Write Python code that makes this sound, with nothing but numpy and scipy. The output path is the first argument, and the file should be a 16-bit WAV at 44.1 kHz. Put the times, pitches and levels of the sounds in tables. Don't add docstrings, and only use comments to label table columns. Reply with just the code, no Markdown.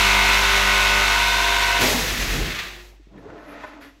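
import sys
import numpy as np
from scipy import signal
from scipy.fft import rfft, irfft
from scipy.io import wavfile
from scipy.ndimage import uniform_filter1d

SR = 44100
rng = np.random.default_rng(int(sys.argv[2]) if len(sys.argv) > 2 else 0)


def transcribe(signal):
    frames = np.atleast_2d(signal).T
    limited = np.clip(frames, -1, 1)
    pcm = np.round(limited * 32767).astype(np.int16)
    wavfile.write(sys.argv[1], SR, pcm)


def gain_from_db(level_db):
    decades = np.asarray(level_db, float) / 20
    return 10 ** decades


N = 176400
T = np.arange(N) / SR
SHAFT_HZ = 49.47
BOTTOMED_S, POWER_OFF_S = 1.156, 1.845


def curve(table, axis=1):
    table = np.array(table)
    return np.interp(T, table[:, 0], table[:, axis])


def unit(x):
    return x / np.sqrt(np.mean(x ** 2))


def noise():
    return rng.standard_normal(N)


def colour(x, points, peaks=()):
    size = N + N // 10
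    hz = np.maximum(np.arange(size // 2 + 1) * SR / size, 1)
    points = np.array(points)
    db = np.interp(np.log(hz), np.log(points[:, 0]), points[:, 1])
    for centre, width, height in peaks:
        db = db + height / (1 + (2 * (hz - centre) / width) ** 2)
    return irfft(rfft(x, size) * gain_from_db(db), size)[:N]


def walk(rate):
    hold = int(SR / rate)
    steps = np.repeat(rng.standard_normal(N // hold + 1), hold)
    smooth = uniform_filter1d(uniform_filter1d(steps, hold), hold)
    return unit(smooth[:N])


def step(at_s, blur_s):
    return .5 + .5 * np.tanh((T - at_s) / blur_s)


def ring(x, hz, width_hz):
    return signal.lfilter(*signal.iirpeak(hz, hz / width_hz, fs=SR), x)


def rings(table):
    rise_s = 0.009
    out, age = np.zeros(N + SR), T[:SR // 2]
    for start_s, hz, db, t60_s in table:
        at = int((start_s - rise_s) * SR)
        fade = gain_from_db(db - 60 * np.maximum(age - rise_s, 0) / t60_s)
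        swell = 1 - np.exp(-(age / rise_s) ** 2)
        out[at:at + len(age)] += fade * swell * np.sin(2 * np.pi * hz * age)
    return out[:N]


def whine():
    thirds = [3, 6, 12, 18, 24, 30, 33, 36, 39, 42, 45, 48, 54, 57, 58, 60, 63, 66, 69, 72, 75, 78, 81, 84,
              87, 90, 91, 93, 94, 96, 111, 114, 117, 120, 126, 129, 132, 135, 138, 144, 150, 153, 156, 159,
              171, 177]
    # level in dB on entering the wood, boring, and bottomed.
    loads = [(-28, -29, -31), (-45, -45, -47), (-40, -43, -48), (-45, -47, -49), (-38, -37, -42),
             (-58, -50, -49), (-43, -48, -52), (-51, -42, -59), (-51, -46, -51), (-38, -41, -36),
             (-42, -45, -42), (-42, -45, -54), (-36, -37, -47), (-34, -36, -36), (-57, -41, -31),
             (-31, -41, -37), (-43, -35, -34), (-38, -36, -41), (-42, -43, -47), (-36, -43, -51),
             (-36, -35, -45), (-47, -44, -49), (-35, -38, -49), (-38, -41, -41), (-40, -40, -42),
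             (-29, -28, -41), (-50, -40, -29), (-34, -41, -47), (-52, -45, -35), (-37, -40, -49),
             (-48, -45, -48), (-46, -42, -49), (-39, -41, -42), (-39, -37, -52), (-39, -41, -40),
             (-31, -43, -54), (-30, -33, -42), (-39, -45, -45), (-38, -44, -53), (-34, -43, -50),
             (-35, -40, -49), (-37, -40, -40), (-32, -40, -45), (-40, -38, -42), (-42, -40, -43),
             (-39, -44, -49)]
    # frequency in thirds of the shaft rate, level in dB.
    bottom_tones = [(127, -40), (131, -41), (142, -39), (158, -38), (176, -39), (218, -40)]
    tones = list(zip(thirds, loads))[1:]
    tones += [(third, (-70, -60, db)) for third, db in bottom_tones]
    turns = np.cumsum(SHAFT_HZ * (1 + 0.00071 * (T - 1))) / SR
    boring = step(0.38, 0.1)
    feed_ends, bottoms = step(1.04, 0.016), step(BOTTOMED_S, 0.023)
    out = 0
    for third, (enter_db, bore_db, bottom_db) in tones:
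        bottomed = feed_ends if third < 45 else bottoms
        gain = gain_from_db(enter_db) * (1 - boring) + gain_from_db(bore_db) * (boring - bottomed) + gain_from_db(bottom_db) * bottomed
        wander = gain_from_db(1.5 * walk(7))
        out = out + gain * wander * np.sin(2 * np.pi * (turns * third / 3 + rng.random()))
    return gain_from_db(3.6) * out * (1 - step(POWER_OFF_S - .01, .05))


def clatter(cycles, keep, size):
    keep = np.clip(keep, 0, .95)
    rows = rng.standard_normal((int(cycles[-1]) + 2, size))
    rows = signal.lfilter([np.sqrt(1 - keep ** 2)], [1, -keep], rows, axis=0)
    return rows.ravel()[(cycles * size).astype(int)]


def train():
    # time in seconds, level in dB.
    loudness = [(0, -18.5), (.45, -19.5), (1.78, -22), (1.97, -27.5), (2.3, -25), (2.53, -27), (2.7, -30),
                (2.77, -36.5), (2.82, -44), (2.89, -51.5), (3.0, -60.5)]
    # frequency in Hz, level in dB.
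    run_colour = [(71, -20), (120, -18), (591, -11), (946, -13.5), (1310, -6), (1510, -3.5), (1640, -5),
                  (2630, -3), (15900, -27.5)]
    # frequency in Hz, level in dB.
    coast_colour = [(150, -29), (400, -9.5), (900, -7.5), (2000, 3), (4000, -7), (7000, -14), (10000, -25),
                    (15900, -23)]
    # frequency in Hz, width in Hz, height in dB.
    housing = [(752, 49, 9), (998, 180, 10), (3600, 44, 5.5), (2050, 250, 6), (2640, 250, 2.5),
               (3830, 1300, 4.5), (6160, 2000, 4), (11000, 2900, 2)]
    # start in seconds, peak in dB.
    backlash = [(2.457, -22), (2.503, -15.5), (2.547, -17), (2.588, -9), (2.652, -20), (2.683, -21),
                (2.735, -31), (2.795, -32)]
    turns = np.cumsum(np.full(N, SHAFT_HZ)) / SR
    late, off = step(BOTTOMED_S, 0.0068), step(POWER_OFF_S, 0.089)
    each_turn = clatter(turns, .3, size=891)
    third_turn = clatter(turns / 3, .4, size=2673)
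    teeth = np.sqrt(1 - late) * each_turn + np.sqrt(late) * third_turn
    beat = 1 + 0.12 * np.cos(4 * np.pi * turns)
    run = unit(colour(teeth * beat * gain_from_db(0.314 * walk(15.6)), run_colour, housing))

    coasting_s = np.maximum(T - POWER_OFF_S, 0)
    slow_turns = np.cumsum(np.clip(SHAFT_HZ - 30 * coasting_s, 5, 99)) / SR
    loose = noise() * (1 + 0.1 * np.cos(2 * np.pi * slow_turns)) * gain_from_db(1.1 * walk(20))
    coast = unit(colour(loose, coast_colour, housing[4:6]))
    knocks = np.zeros(N)
    for start_s, db in backlash:
        knocks += gain_from_db(db - 20.5) * (T > start_s) * np.exp(-np.abs(T - start_s) / 0.016)
    body = gain_from_db(0.32) * np.sqrt(1 - off) * run + gain_from_db(-5.5) * np.sqrt(off) * coast
    return gain_from_db(curve(loudness)) * body + knocks * coast


def frame():
    # time in seconds, level in dB.
    hum_level = [(0, -27), (1.0, -29), (1.8, -32), (2.1, -32), (2.25, -32), (2.44, -29), (2.55, -43),
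                 (2.6, -44), (2.635, -54), (2.67, -43), (3.0, -48.5), (3.2, -53), (4.0, -58)]
    sway_hz, sway_s, peak_s = 39.6, 2.42, 2.39
    sway = np.exp(-((T - peak_s) / np.where(T < peak_s, .24, .09)) ** 2)
    hum = gain_from_db(curve(hum_level)) * np.sin(2 * np.pi * SHAFT_HZ * (T - sway_s))
    return np.sqrt(2) * (hum + gain_from_db(-27.5) * sway * np.sin(2 * np.pi * sway_hz * (T - sway_s)))


def carriage():
    # time in seconds, level in dB, share of deep shudder from 0 to 1.
    rumble = [(1.78, -31, 0.5), (1.84, -22.5, 0.1), (1.92, -22.5, 0), (1.97, -30.5, 0.5),
              (2.26, -32.5, 0.96), (2.36, -25, 0.89), (2.44, -30, 0.99), (2.58, -44, 0.97), (2.9, -54, 0.2)]
    # frequency in Hz, level in dB.
    grind_colour = [(70, -16), (250, -3), (450, -1.5), (800, -4), (1400, -11), (2500, -25)]
    # frequency in Hz, level in dB.
    shudder_colour = [(40, -21), (90, -2.5), (170, -4.5), (400, -9.5), (650, -18.5), (2000, -69)]
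    # start in seconds, frequency in Hz, peak in dB, t60 in seconds.
    frame_rings = [(1.83, 250, -18.5, 0.18), (1.84, 370, -17, 0.074), (1.95, 248, -23, 0.28),
                   (2.01, 510, -32, 0.46), (2.02, 965, -32, 0.19), (2.17, 245, -30.5, 0.27),
                   (2.56, 1200, -37.5, 0.54), (2.66, 355, -44, 0.43), (2.76, 355, -43, .6)]
    deep = np.clip(curve(rumble, axis=2), 0, 1)
    grind = unit(colour(noise() * gain_from_db(2.0 * walk(25.0)), grind_colour))
    shudder = unit(colour(noise() * gain_from_db(2.0 * walk(25.0)), shudder_colour))
    body = np.sqrt(1 - deep) * grind + np.sqrt(deep) * shudder
    moving = step(1.775, 0.013) * (1 - step(2.95, 0.028))
    return body * gain_from_db(curve(rumble)) * moving + rings(frame_rings)


def air():
    # time in seconds, level in dB.
    exhaust = [(1.79, -35), (1.815, -19.5), (1.86, -20.5), (1.93, -23.5), (2.1, -26.5), (2.4, -31.5),
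               (2.6, -42.5), (2.9, -56), (2.98, -86)]
    # frequency in Hz, level in dB.
    jet_colour = [(300, -6.5), (2000, 4), (6000, -1.5), (9300, -10.5), (11500, -8.5), (14000, -13.5),
                  (16000, -10.5)]
    # frequency in Hz, level in dB.
    puff_colour = [(500, -3), (1500, 5.5), (5000, -10.5), (8500, -22), (11300, -16), (13000, -19),
                   (15500, -28)]
    jet = unit(colour(noise() * gain_from_db(1.0 * walk(25.6)), jet_colour))
    jet = jet * gain_from_db(curve(exhaust)) * (T > exhaust[0][0])
    puff_s, rise_s, hold_s, fall_s = 3.81, 0.013, 0.024, 0.066
    fade = np.exp(-np.maximum(T - puff_s - hold_s, 0) / fall_s) * (1 - 0.56 * step(3.905, .012))
    shape = step(puff_s, rise_s / 2) * fade
    return jet + gain_from_db(-44.5) * shape * unit(colour(noise(), puff_colour))


def panel(force, bright_hz, spread, slope):
    # frequency in Hz, width in Hz, level in dB.
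    modes = [(291, 23, 1.5), (440, 97, 2), (618, 57, 2), (850, 82, -1), (980, 160, 2.5), (1240, 54, 1),
             (1460, 61, -2), (1740, 120, 1), (2280, 33, -5)]
    bands = [(hz, width * spread, db) for hz, width, db in modes]
    bands += [(hz, hz / 3, -1) for hz in 140 * 2 ** np.arange(0, 6, .4)]
    out = 0
    for hz, width, db in bands:
        tone = unit(ring(ring(force, hz, width), hz, 3 * width))
        dulling = np.sqrt((1 + (hz / bright_hz) ** slope) * (1 + (bright_hz / 3 / hz) ** 2))
        out = out + gain_from_db(db + 2.2 * walk(22)) * tone / dulling
    return out


def board():
    # time in seconds, level in dB, brightness in Hz.
    slide = [(3.1, -53, 203), (3.17, -47.5, 296), (3.33, -41.5, 423), (3.42, -46, 750), (3.58, -41, 1700),
             (3.7, -44, 1500), (3.8, -48, 724), (3.87, -57, 545), (3.94, -65, 600)]
    # time in seconds, level in dB.
    hiss_level = [(3.17, -97), (3.185, -78), (3.25, -88), (3.39, -71), (3.45, -70), (3.49, -64), (3.6, -66),
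                  (3.65, -65), (3.75, -69), (3.79, -85)]
    # frequency in Hz, level in dB.
    hiss_colour = [(6000, -25), (9000, 1), (10500, 5), (12200, 1), (13200, 0), (14200, -15), (15700, -24)]
    # start in seconds, frequency in Hz, peak in dB, t60 in seconds.
    board_rings = [(3.155, 205, -42, .12), (3.175, 275, -39, 0.2), (3.262, 430, -34, 0.14),
                   (3.32, 520, -39, 0.12), (3.35, 430, -37, 0.2), (3.475, 290, -38, 0.22),
                   (3.558, 290, -41, 0.31), (3.587, 1240, -42, 0.089), (3.64, 1010, -27.5, 0.058),
                   (3.641, 1790, -33, 0.048), (3.641, 1486, -38, 0.088), (3.641, 2060, -35, 0.053),
                   (3.645, 608, -36, 0.17), (3.655, 1250, -46, 0.18), (3.7, 285, -45, .3),
                   (3.76, 290, -45, 0.57), (3.83, 275, -38.5, 0.27)]
    # time in seconds, level in dB, length in seconds, brightness in Hz.
    board_knocks = [(3.0, -50.5, 0.0035, 292), (3.072, -49, 0.0025, 298), (3.147, -54, 0.012, 1210),
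                    (3.182, -54, 0.0086, 2500), (3.302, -41, 0.004, 1300), (3.384, -45, 0.005, 1790),
                    (3.528, -41, 0.004, 1100), (3.642, -34.5, 0.0046, 1300)]
    grit = noise() * gain_from_db(3.5 * rng.exponential(size=N) * 0.58 + 1.5 * walk(60))
    rub = panel(grit, np.clip(curve(slide, axis=2), 150, 4000), 2.6, 5.0)
    rub = rub / np.sqrt(uniform_filter1d(rub ** 2, size=8000))
    rub = rub * gain_from_db(curve(slide)) * step(3.09, 0.017)
    hiss = unit(colour(grit, hiss_colour)) * gain_from_db(curve(hiss_level) + 2.5 * walk(30))
    hiss = hiss * (T > hiss_level[0][0])

    blows, bright = np.zeros(N), np.zeros(N)
    for at_s, db, length_s, hz in board_knocks:
        blows += gain_from_db(db) * np.exp(-((T - at_s) / np.where(T < at_s, length_s, 2 * length_s)) ** 2)
        bright[T > at_s - .02] = hz
    thud = panel(noise(), np.clip(bright, 150, 4000), 1.0, 24)
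    thud = thud / np.sqrt(uniform_filter1d(thud ** 2, size=600))
    return rub + hiss + rings(board_rings) + blows * thud


def echo(near):
    age = T[:SR // 2]
    tail = rng.standard_normal(SR // 2) * np.exp(-np.log(1000) * age / .3)
    return gain_from_db(-8) * signal.fftconvolve(near, tail / np.sqrt(np.sum(tail ** 2)))[:N]


def room_floor():
    # frequency in Hz, level in dB.
    floor_colour = [(25, -15), (38, -23), (60, -13), (98, -18), (514, -28.5), (965, -30.5), (1860, -39),
                    (6110, -38), (15900, -66)]
    lull = 1 - 0.52 * np.exp(-((T - 3.1) / .07) ** 2)
    return gain_from_db(-61) * unit(colour(noise(), floor_colour)) * lull


def scene():
    near = air() + board()
    mono = whine() + train() + carriage() + frame() + near + echo(near) + room_floor()
    return np.array([mono, mono])


def band_limit(x):
    return signal.sosfilt(signal.butter(12, 16050, fs=SR, output="sos"), x)


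def record(dry):
    # frequency in Hz, level in dB.
    mic_response = [(8000, 0), (9300, -4), (11500, 2), (15500, -1), (15780, -3), (15850, -60)]
    heard = colour(dry[0], mic_response)
    return band_limit(np.tile(heard, (len(dry), 1)))


dry = scene()
out = record(dry)
transcribe(out)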